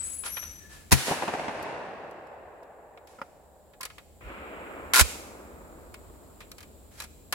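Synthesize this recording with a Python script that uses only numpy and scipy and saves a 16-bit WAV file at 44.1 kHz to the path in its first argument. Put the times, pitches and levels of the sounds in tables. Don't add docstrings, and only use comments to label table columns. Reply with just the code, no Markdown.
import sys
import numpy as np
from scipy import signal
from scipy.fft import rfft, irfft, next_fast_len
from scipy.io import wavfile
from scipy.ndimage import uniform_filter1d

SR = 44100
rng = np.random.default_rng(int(sys.argv[2]) if len(sys.argv) > 2 else 0)


def inscribe(sig):
    pcm = np.round(np.clip(np.atleast_2d(sig).T, -1, 1) * 32767)
    wavfile.write(sys.argv[1], SR, pcm.astype(np.int16))


N = 323694
CUTOFF_HZ = 16100

# freq_hz, side_db
GUN_WIDTH = [(60, 7), (110, 6), (200, -11), (380, -5.5), (700, -14.5), (1290, -6), (2380, 2), (4400, -1),
             (8120, -0.5), (15000, -1.5)]
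WOODS_WIDTH = [(60, -20.5), (110, -7.5), (200, -7.5), (380, -9.5), (700, -12.5), (1290, -1.5), (2380, -2.5),
               (4400, 0), (8120, -0.5), (15000, -2)]
AIR_WIDTH = [(60, -11.5), (110, -4), (200, -1.5), (380, -2.5), (700, -11), (1290, 1.5), (2380, -3),
             (4400, 0), (8120, 0), (15000, -0.5)]
# freq_hz, level_db
RUMBLE_COLOUR = [(20, -25), (35, -1.5), (52, 1.5), (75, 3.5), (110, -10.5), (200, -20), (500, -48.5)]


def blast():
    # start_s, level_db, attack_s, hold_s, t60_s
    cracks = [(.9095, -11.5, 0.0024, .0005, .032), (.9165, 7, 0.008, 0.0022, .082)]
    scatter = [(.935, -13, 0.049, 0.018, 0.9), (1.05, -15, 0.024, 0.013, 0.31)]
    # freq_hz, level_db
    colour = [(88, -33.5), (150, 3), (275, -3), (637, -10), (905, -5.5), (1720, -10.5), (1940, -4.5),
              (2140, -13), (2500, -8.5), (3350, -15.5), (3620, -12.5), (7180, -12.5), (7920, -17),
              (9260, -11.5), (16000, -23)]
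    scatter_colour = [(100, -14.5), (300, -1), (700, -2.5), (1700, -1), (2600, -4), (4000, -4), (7000, -7),
                      (11000, -7.5), (13000, -17.5), (16000, -21)]
    # freq_hz, side_db
    width = [(100, 0), (350, -3.5), (700, -9), (1300, -1.5), (3000, -0.5), (15000, 0.5)]
    return noise(colour, width) * swells(cracks) + noise(scatter_colour, GUN_WIDTH) * swells(scatter)


def thumps(rise_s=0.00063):
    # start_s, pitch_hz, t60_s, left_db, right_db
    jolts = [(0.9233, 208, 0.052, 11, 15), (0.9248, 80, 0.11, 16, 9), (0.937, 133, 0.17, 8.5, -3.5),
             (5.0106, 66.4, 0.12, -34, -7.5), (5.023, 90, 0.078, -16, -12)]
    out = np.zeros((2, N))
    for start, hz, t60, left_db, right_db in jolts:
        t = np.clip(np.arange(N) / SR - start, 0, 1)
        swing = np.sin(2 * np.pi * hz * t) * strike(t, rise_s, t60)
        out += np.outer([from_db(left_db), -from_db(right_db)], swing)
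    return out


def woods():
    # start_s, level_db, attack_s, hold_s, t60_s
    returns = [(1.065, -12.5, 0.034, .04, 0.65), (1.12, -16.5, 0.16, 0.16, 4.7),
               (1.48, -18.5, 0.19, 0.032, 1.9)]
    # freq_hz, level_db
    colour = [(29, -42), (50, -18), (141, -11.5), (495, -6), (822, -4.5), (1050, -8), (1270, -14),
              (1740, -10), (2210, -14.5), (2680, -11.5), (3100, -20), (9410, -26), (12000, -36.5),
              (14900, -56), (16000, -58)]
    # freq_hz, loss_db_per_s
    loss = [(70, 9), (130, 4.5), (210, 11), (340, 5), (550, 0), (900, 5), (1450, 6), (2400, 14.5),
            (3800, 18), (6200, 28), (10000, 32), (13000, 31.5)]
    return roll(returns, colour, loss, colour_at_s=1.047, lumpy_db=1.5, lumps_per_s=260)


def slap_echoes(t60_s=0.049, repeat_s=0.0114, repeat_db=-5):
    # start_s, level_db
    slaps = [(1.081, -4), (1.110, 2.5), (1.221, -1.5), (1.279, -1), (1.337, -2.5), (1.395, -6.5),
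             (1.443, -10.5), (1.481, -5)]
    # freq_hz, level_db
    colour = [(80, -22), (200, -1), (500, -1.5), (850, 4), (1300, -13), (2200, -12.5), (4000, -26.5),
              (8000, -35), (14000, -90)]
    hits = [(start, level_db, t60_s) for start, level_db in slaps]
    hits += [(start + repeat_s, level_db + repeat_db, t60_s) for start, level_db in slaps]
    return noise(colour, WOODS_WIDTH) * bursts(hits, rise_s=0.001)


def roll(returns, colour, loss, colour_at_s, lumpy_db, lumps_per_s):
    source, out = noise(colour, WOODS_WIDTH), 0
    age_s = np.clip(np.arange(N) / SR - colour_at_s, -.3, 3)
    lumps_db = lumpy_db * flutter(lumps_per_s)
    lumps_db -= uniform_filter1d(lumps_db, size=SR // 25)
    for edge_hz in [*np.geomspace(100, 12800, num=11), CUTOFF_HZ]:
        band = signal.sosfiltfilt(signal.butter(3, edge_hz, fs=SR, output="sos"), source)
        source = source - band
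        centre_hz = edge_hz / 2 ** (1 / 3)
        band_lumps_db = lumps_db / (1 + (centre_hz / 2500) ** 2)
        out = out + band * from_db(band_lumps_db - at_hz(loss, centre_hz) * age_s)
    return out * swells(returns)


def bolt(t60_s=0.047, rattle_per_s=135, rattle_db=-16.5):
    # start_s, level_db
    blows = [(4.935, -16), (4.9576, -17), (4.995, -11), (5.009, -11)]
    # freq_hz, level_db
    colour = [(150, -58), (250, -14.5), (607, -17.5), (698, -10), (761, -16), (1040, -5), (1200, -13.5),
              (1400, -3.5), (1790, -10), (2160, -10.5), (3170, -15.5), (3840, -14.5), (4900, -13.5),
              (11100, -14), (16000, -25)]
    clatter = noise(colour, GUN_WIDTH)
    first_s, last_s = blows[0][0], blows[-1][0]
    rattle = [(first_s + (k + 1 + 0.14 * late) / rattle_per_s, rattle_db + 0.5 * hard)
              for k, (late, hard) in enumerate(rng.standard_normal(size=(20, 2)))]
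    hits = [(start, level_db, t60_s) for start, level_db in [*blows, *rattle] if start <= last_s]
    return clatter * bursts(hits, rise_s=0.00055)


def clicks(catch_t60_s=0.066, treble_t60_share=0.64):
    # start_s, body_db, treble_db, t60_s
    singles = [(.236, -38.5, -49, 0.045), (.261, -41.5, -46, 0.22), (.368, -32.5, -51, 0.08),
               (.426, -42.5, -63, 0.12), (1.626, -35, -29.5, 0.073), (2.111, -42, -40.5, 0.032),
               (2.27, -54, -47.5, 0.036), (2.63, -50.5, -51.5, 0.061), (2.974, -37, -62, 0.038),
               (3.072, -47, -45.5, 0.063), (3.734, -49.5, -59.5, 0.068), (3.806, -44, -56, 0.029),
               (3.9, -40.5, -52, 0.062), (3.981, -37.5, -48.5, 0.065), (5.941, -42.5, -45.5, 0.058),
               (6.404, -47.5, -54, 0.16), (6.516, -46.5, -39.5, 0.038), (7.325, -24.5, -26, 0.06)]
    # start_s, body_db, treble_db, gap_s, step_db
    catches = [(3.809, -34, -32, .0213, 1.5), (6.582, -46.5, -48, 0.023, -1),
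               (7.001, -38, -35.5, .0192, -5.5)]
    # freq_hz, level_db
    body_colour = [(200, -17), (700, -8), (1100, -2), (2200, -4.5), (3600, -9.5), (5000, -22), (9000, -33)]
    treble_colour = [(1500, -35), (3200, -13.5), (4500, 6), (8000, 1.5), (11000, 3.5), (15500, -5)]
    triples = [(start + k * gap, body_db + k * step_db, treble_db + k * step_db, catch_t60_s)
               for start, body_db, treble_db, gap, step_db in catches for k in range(3)]
    start, body_db, treble_db, t60 = np.transpose([*singles, *triples])
    body = bursts(zip(start, body_db, t60), rise_s=0.0012)
    treble = bursts(zip(start, treble_db, t60 * treble_t60_share), rise_s=0.0003)
    return noise(body_colour, GUN_WIDTH) * body + noise(treble_colour, GUN_WIDTH) * treble


def knocks():
    # start_s, level_db, t60_s
    blows = [(3.186, -34.5, 0.078), (3.215, -18, 0.046)]
    # freq_hz, level_db
    colour = [(76, -45.5), (130, -35), (204, 1), (438, -23), (564, 8), (687, -35), (958, 6), (1140, -17),
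              (1310, 6), (1620, -14), (1790, -9), (4160, -35), (5260, -23), (5690, -36), (14000, -42)]
    return noise(colour, GUN_WIDTH) * bursts(blows, rise_s=0.00079)


def rub():
    # start_s, level_db, attack_s, hold_s, t60_s
    strokes = [(0, -53, .01, 0.044, 1.2), (.24, -40, .022, .003, .17), (.28, -55.5, .02, 0.15, 1.6),
               (.69, -53, .04, 0.0072, 0.66), (3.07, -55, .02, .02, 1.15),
               (6.91, -60.5, 0.024, 0.045, 0.11), (6.97, -50, 0.036, 0.041, 0.078)]
    # freq_hz, level_db
    colour = [(250, -10), (700, -3), (1300, -3), (2500, -2), (4000, -7.5), (6000, -5.5), (11000, -8.5),
              (15500, -23.5)]
    return noise(colour, AIR_WIDTH) * swells(strokes) * from_db(1.3 * flutter(120) - 0.5)


def steel(x, vary_db=1.5):
    # pitch_hz, bandwidth_hz, level_db
    modes = [(1032, 29, -6.5), (1275, 6.7, -0.5), (1377, 20, -7.5), (1400, 24, 2), (1694, 31, -0.5),
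             (2181, 25, -1.5), (2410, 20, 1.5), (2545, 22, -1), (3116, 33, -6), (3910, 250, -4),
             (4267, 30, -6.5), (4530, 90, -3), (5280, 73, -2), (7070, 58, -3), (7600, 110, -3),
             (9840, 450, -6), (10050, 90, -16), (11630, 82, 3)]
    out = x.copy()
    for hz, bandwidth_hz, level_db in modes:
        radius = np.exp(-np.pi * bandwidth_hz / SR)
        feedback = [1, -2 * radius * np.cos(2 * np.pi * hz / SR), radius ** 2]
        drive = x * from_db(level_db + vary_db * flutter(40)) + 1e-18
        out += signal.lfilter(np.array([1, 0, -1]) * (1 - radius ** 2) / 2, feedback, drive)
    return out


def pings():
    # start_s, pitch_hz, level_db, t60_s
    parts = [(3.806, 1040, -30, .1), (3.832, 4570, -32, .06), (3.832, 8140, -31, .06),
             (6.517, 3950, -44, .05), (7.002, 4000, -33, .04), (7.002, 1680, -38, .05)]
    t, out = np.arange(N) / SR, 0
    for start, hz, level_db, t60 in parts:
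        ring = np.sin(2 * np.pi * (hz * t + rng.random((2, 1))))
        out = out + ring * bursts([(start, level_db, t60)], rise_s=0.00023)
    return out


def field_echo(x, wet_db=-18.5):
    # delay_s, relative_db, attack_s, hold_s, t60_s
    reflections = [(.005, 0, .004, 0.023, 0.84), (.07, -6, .025, 0.013, .42)]
    # freq_hz, level_db
    colour = [(200, -6), (1000, -15), (2500, 3), (4000, -1), (7000, 2), (11000, -3.5), (15000, -1.5)]
    answer = noise(colour, AIR_WIDTH, size=SR) * swells(reflections, size=SR)
    answer /= np.sqrt(np.sum(answer ** 2) / 2)
    return from_db(wet_db) * signal.fftconvolve(x, answer, axes=1)[:, :N]


def tones(rise_db_per_s=450, fade_db_per_s=107.5, waver=0.92, waver_per_s=125, left_lead_db=8.5):
    # full_from_s, full_until_s, pitch_hz, level_db, wander_hz
    rings = [(0, .05, 7800, -35.5, 51), (0, 0.107, 8000, -46, 70), (0, .03, 8530, -50.5, 40),
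             (0.044, .14, 6730, -56, 25), (0.05, .29, 10710, -41.5, 14), (0.07, .3, 9500, -52.5, 12),
             (0.06, .15, 14700, -59, 20), (0.298, .39, 11540, -40.5, 20), (0.35, 0.453, 5917, -49, 45),
             (0.323, .51, 5950, -47.5, 40), (0.615, 0.729, 1735, -57.5, 23)]
    t, out = np.arange(SR) / SR, np.zeros((2, N))
    for start, end, hz, level_db, wander_hz in rings:
        drop_db = rise_db_per_s * np.maximum(start - t, 0) + fade_db_per_s * np.maximum(t - end, 0)
        turns = np.cumsum(hz + wander_hz * flutter(waver_per_s)[:SR]) / SR
        for channel, side in zip(out, (1, -1)):
            envelope = from_db(level_db - drop_db + side * left_lead_db / 2)
            sway = 1 + waver * (flutter(waver_per_s)[:SR] + 1j * flutter(waver_per_s)[:SR])
            channel[:SR] += envelope * np.real(sway * np.exp(2j * np.pi * turns))
    return out


def far_shot(lag_s=0.00022):
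    # start_s, level_db, attack_s, hold_s, t60_s
    returns = [(4.207, -43.5, .006, 0.0074, .35), (4.235, -39, 0.061, 0.4, 5.9)]
    # freq_hz, level_db
    colour = [(35, -32), (60, 4), (88, -8.5), (118, -19), (183, -6), (321, -3), (642, -3), (707, -5.5),
              (1330, -4), (1780, -7), (2430, -2.5), (6000, -28.5), (7800, -71.5), (13200, -120)]
    # freq_hz, loss_db_per_s
    loss = [(70, 0), (500, -2.5), (1200, 1.5), (2500, 11.5), (6000, 36)]
    # start_s, level_db, attack_s, hold_s, t60_s
    boom = (4.205, -42.5, .025, .04, .55)
    left, right = roll(returns, colour, loss, colour_at_s=3.76, lumpy_db=2.1, lumps_per_s=70)
    late_right = np.interp(np.arange(N) - lag_s * SR, np.arange(N), right)
    return np.stack([left, late_right]) + noise(RUMBLE_COLOUR, AIR_WIDTH) * swells([boom])


def background(wind_db=-55, air_db=-59.5, hiss_db=-63.5):
    # freq_hz, level_db
    air_colour = [(60, -9.5), (150, 6), (550, 0), (1000, -14), (2000, -22), (5000, -24), (15000, -34.5)]
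    hiss_colour = [(1000, -17), (4000, -8.5), (6300, -20.5), (7100, 1.5), (7700, 2), (8500, -6),
                   (10500, -9), (12000, -6), (15500, -7.5)]
    wind = from_db(wind_db + 2.0 * flutter(8.7)) * noise(RUMBLE_COLOUR, AIR_WIDTH)
    air = from_db(air_db) * noise(air_colour, AIR_WIDTH)
    return wind + air + from_db(hiss_db) * noise(hiss_colour, AIR_WIDTH)


def from_db(db):
    return 10 ** (np.asarray(db) / 20)


def at_hz(points, hz):
    freqs, values = np.transpose(points)
    return np.interp(np.log(np.maximum(hz, 1)), np.log(freqs), values)


def shaped(x, colour):
    size = next_fast_len(x.shape[-1], real=True)
    gain = from_db(at_hz(colour, np.arange(size // 2 + 1) * SR / size))
    return irfft(rfft(x, size) * gain, size)[..., :x.shape[-1]]


def noise(colour, width, size=N):
    mid, side = rng.standard_normal((2, size))
    x = shaped(mid + shaped(side, width) * np.array([[1], [-1]]), colour)
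    return x / np.sqrt(np.mean(x.mean(axis=0) ** 2) + 1e-20)


def flutter(per_s):
    knots = rng.standard_normal(N // 20)
    return np.interp(np.arange(N) / SR * per_s, np.arange(len(knots)), knots)


def strike(t, rise_s, t60_s):
    return np.exp(-np.log(1000) * t / t60_s) * (1 - np.exp(-t / rise_s))


def bursts(rows, rise_s):
    power, t = np.zeros(N + SR), np.arange(SR // 2) / SR
    for start, level_db, t60 in rows:
        first = round(start * SR)
        power[first:first + len(t)] += (from_db(level_db) * strike(t, rise_s, t60)) ** 2
    return np.sqrt(power[:N])


def swells(rows, size=N):
    t, power = np.arange(size) / SR, 0
    for start, level_db, attack, hold, t60 in rows:
        rise = np.clip((t - start) / attack, 0, 1)
        fade_db = np.clip(60 * (t - start - attack - hold) / t60, 0, 200)
        power = power + rise * from_db(level_db - fade_db) ** 2
    return np.sqrt(power)


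def gain_control(x, threshold_db=-9, range_db=22, recover_db_per_s=5.2, look_ahead_s=.012):
    power = uniform_filter1d(np.mean(x ** 2, axis=0), size=SR // 200)
    excess_db = np.clip(10 * np.log10(np.maximum(power, 1e-12)) - threshold_db, 0, range_db)
    recovery_db = recover_db_per_s * np.arange(N) / SR
    duck_db = np.maximum.accumulate(excess_db + recovery_db) - recovery_db
    ahead = np.minimum(np.arange(N) + round(look_ahead_s * SR), N - 1)
    return x * from_db(-duck_db[ahead])


def scene():
    contacts = clicks() + bolt() + rub()
    handling = knocks() + steel(contacts) + pings()
    shots = blast() + thumps() + woods() + slap_echoes() + far_shot()
    return shots + handling + field_echo(handling) + tones() + background()


def record(dry, low_cut_hz=32, ceiling=2.6):
    low_cut = signal.butter(2, low_cut_hz, "high", fs=SR, output="sos")
    high_cut = signal.ellip(12, .1, 90, CUTOFF_HZ, fs=SR, output="sos")
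    ducked = gain_control(signal.sosfilt(low_cut, dry))
    return signal.sosfilt(high_cut, ceiling * np.tanh(ducked / ceiling))


dry = scene()
out = record(dry)
inscribe(out)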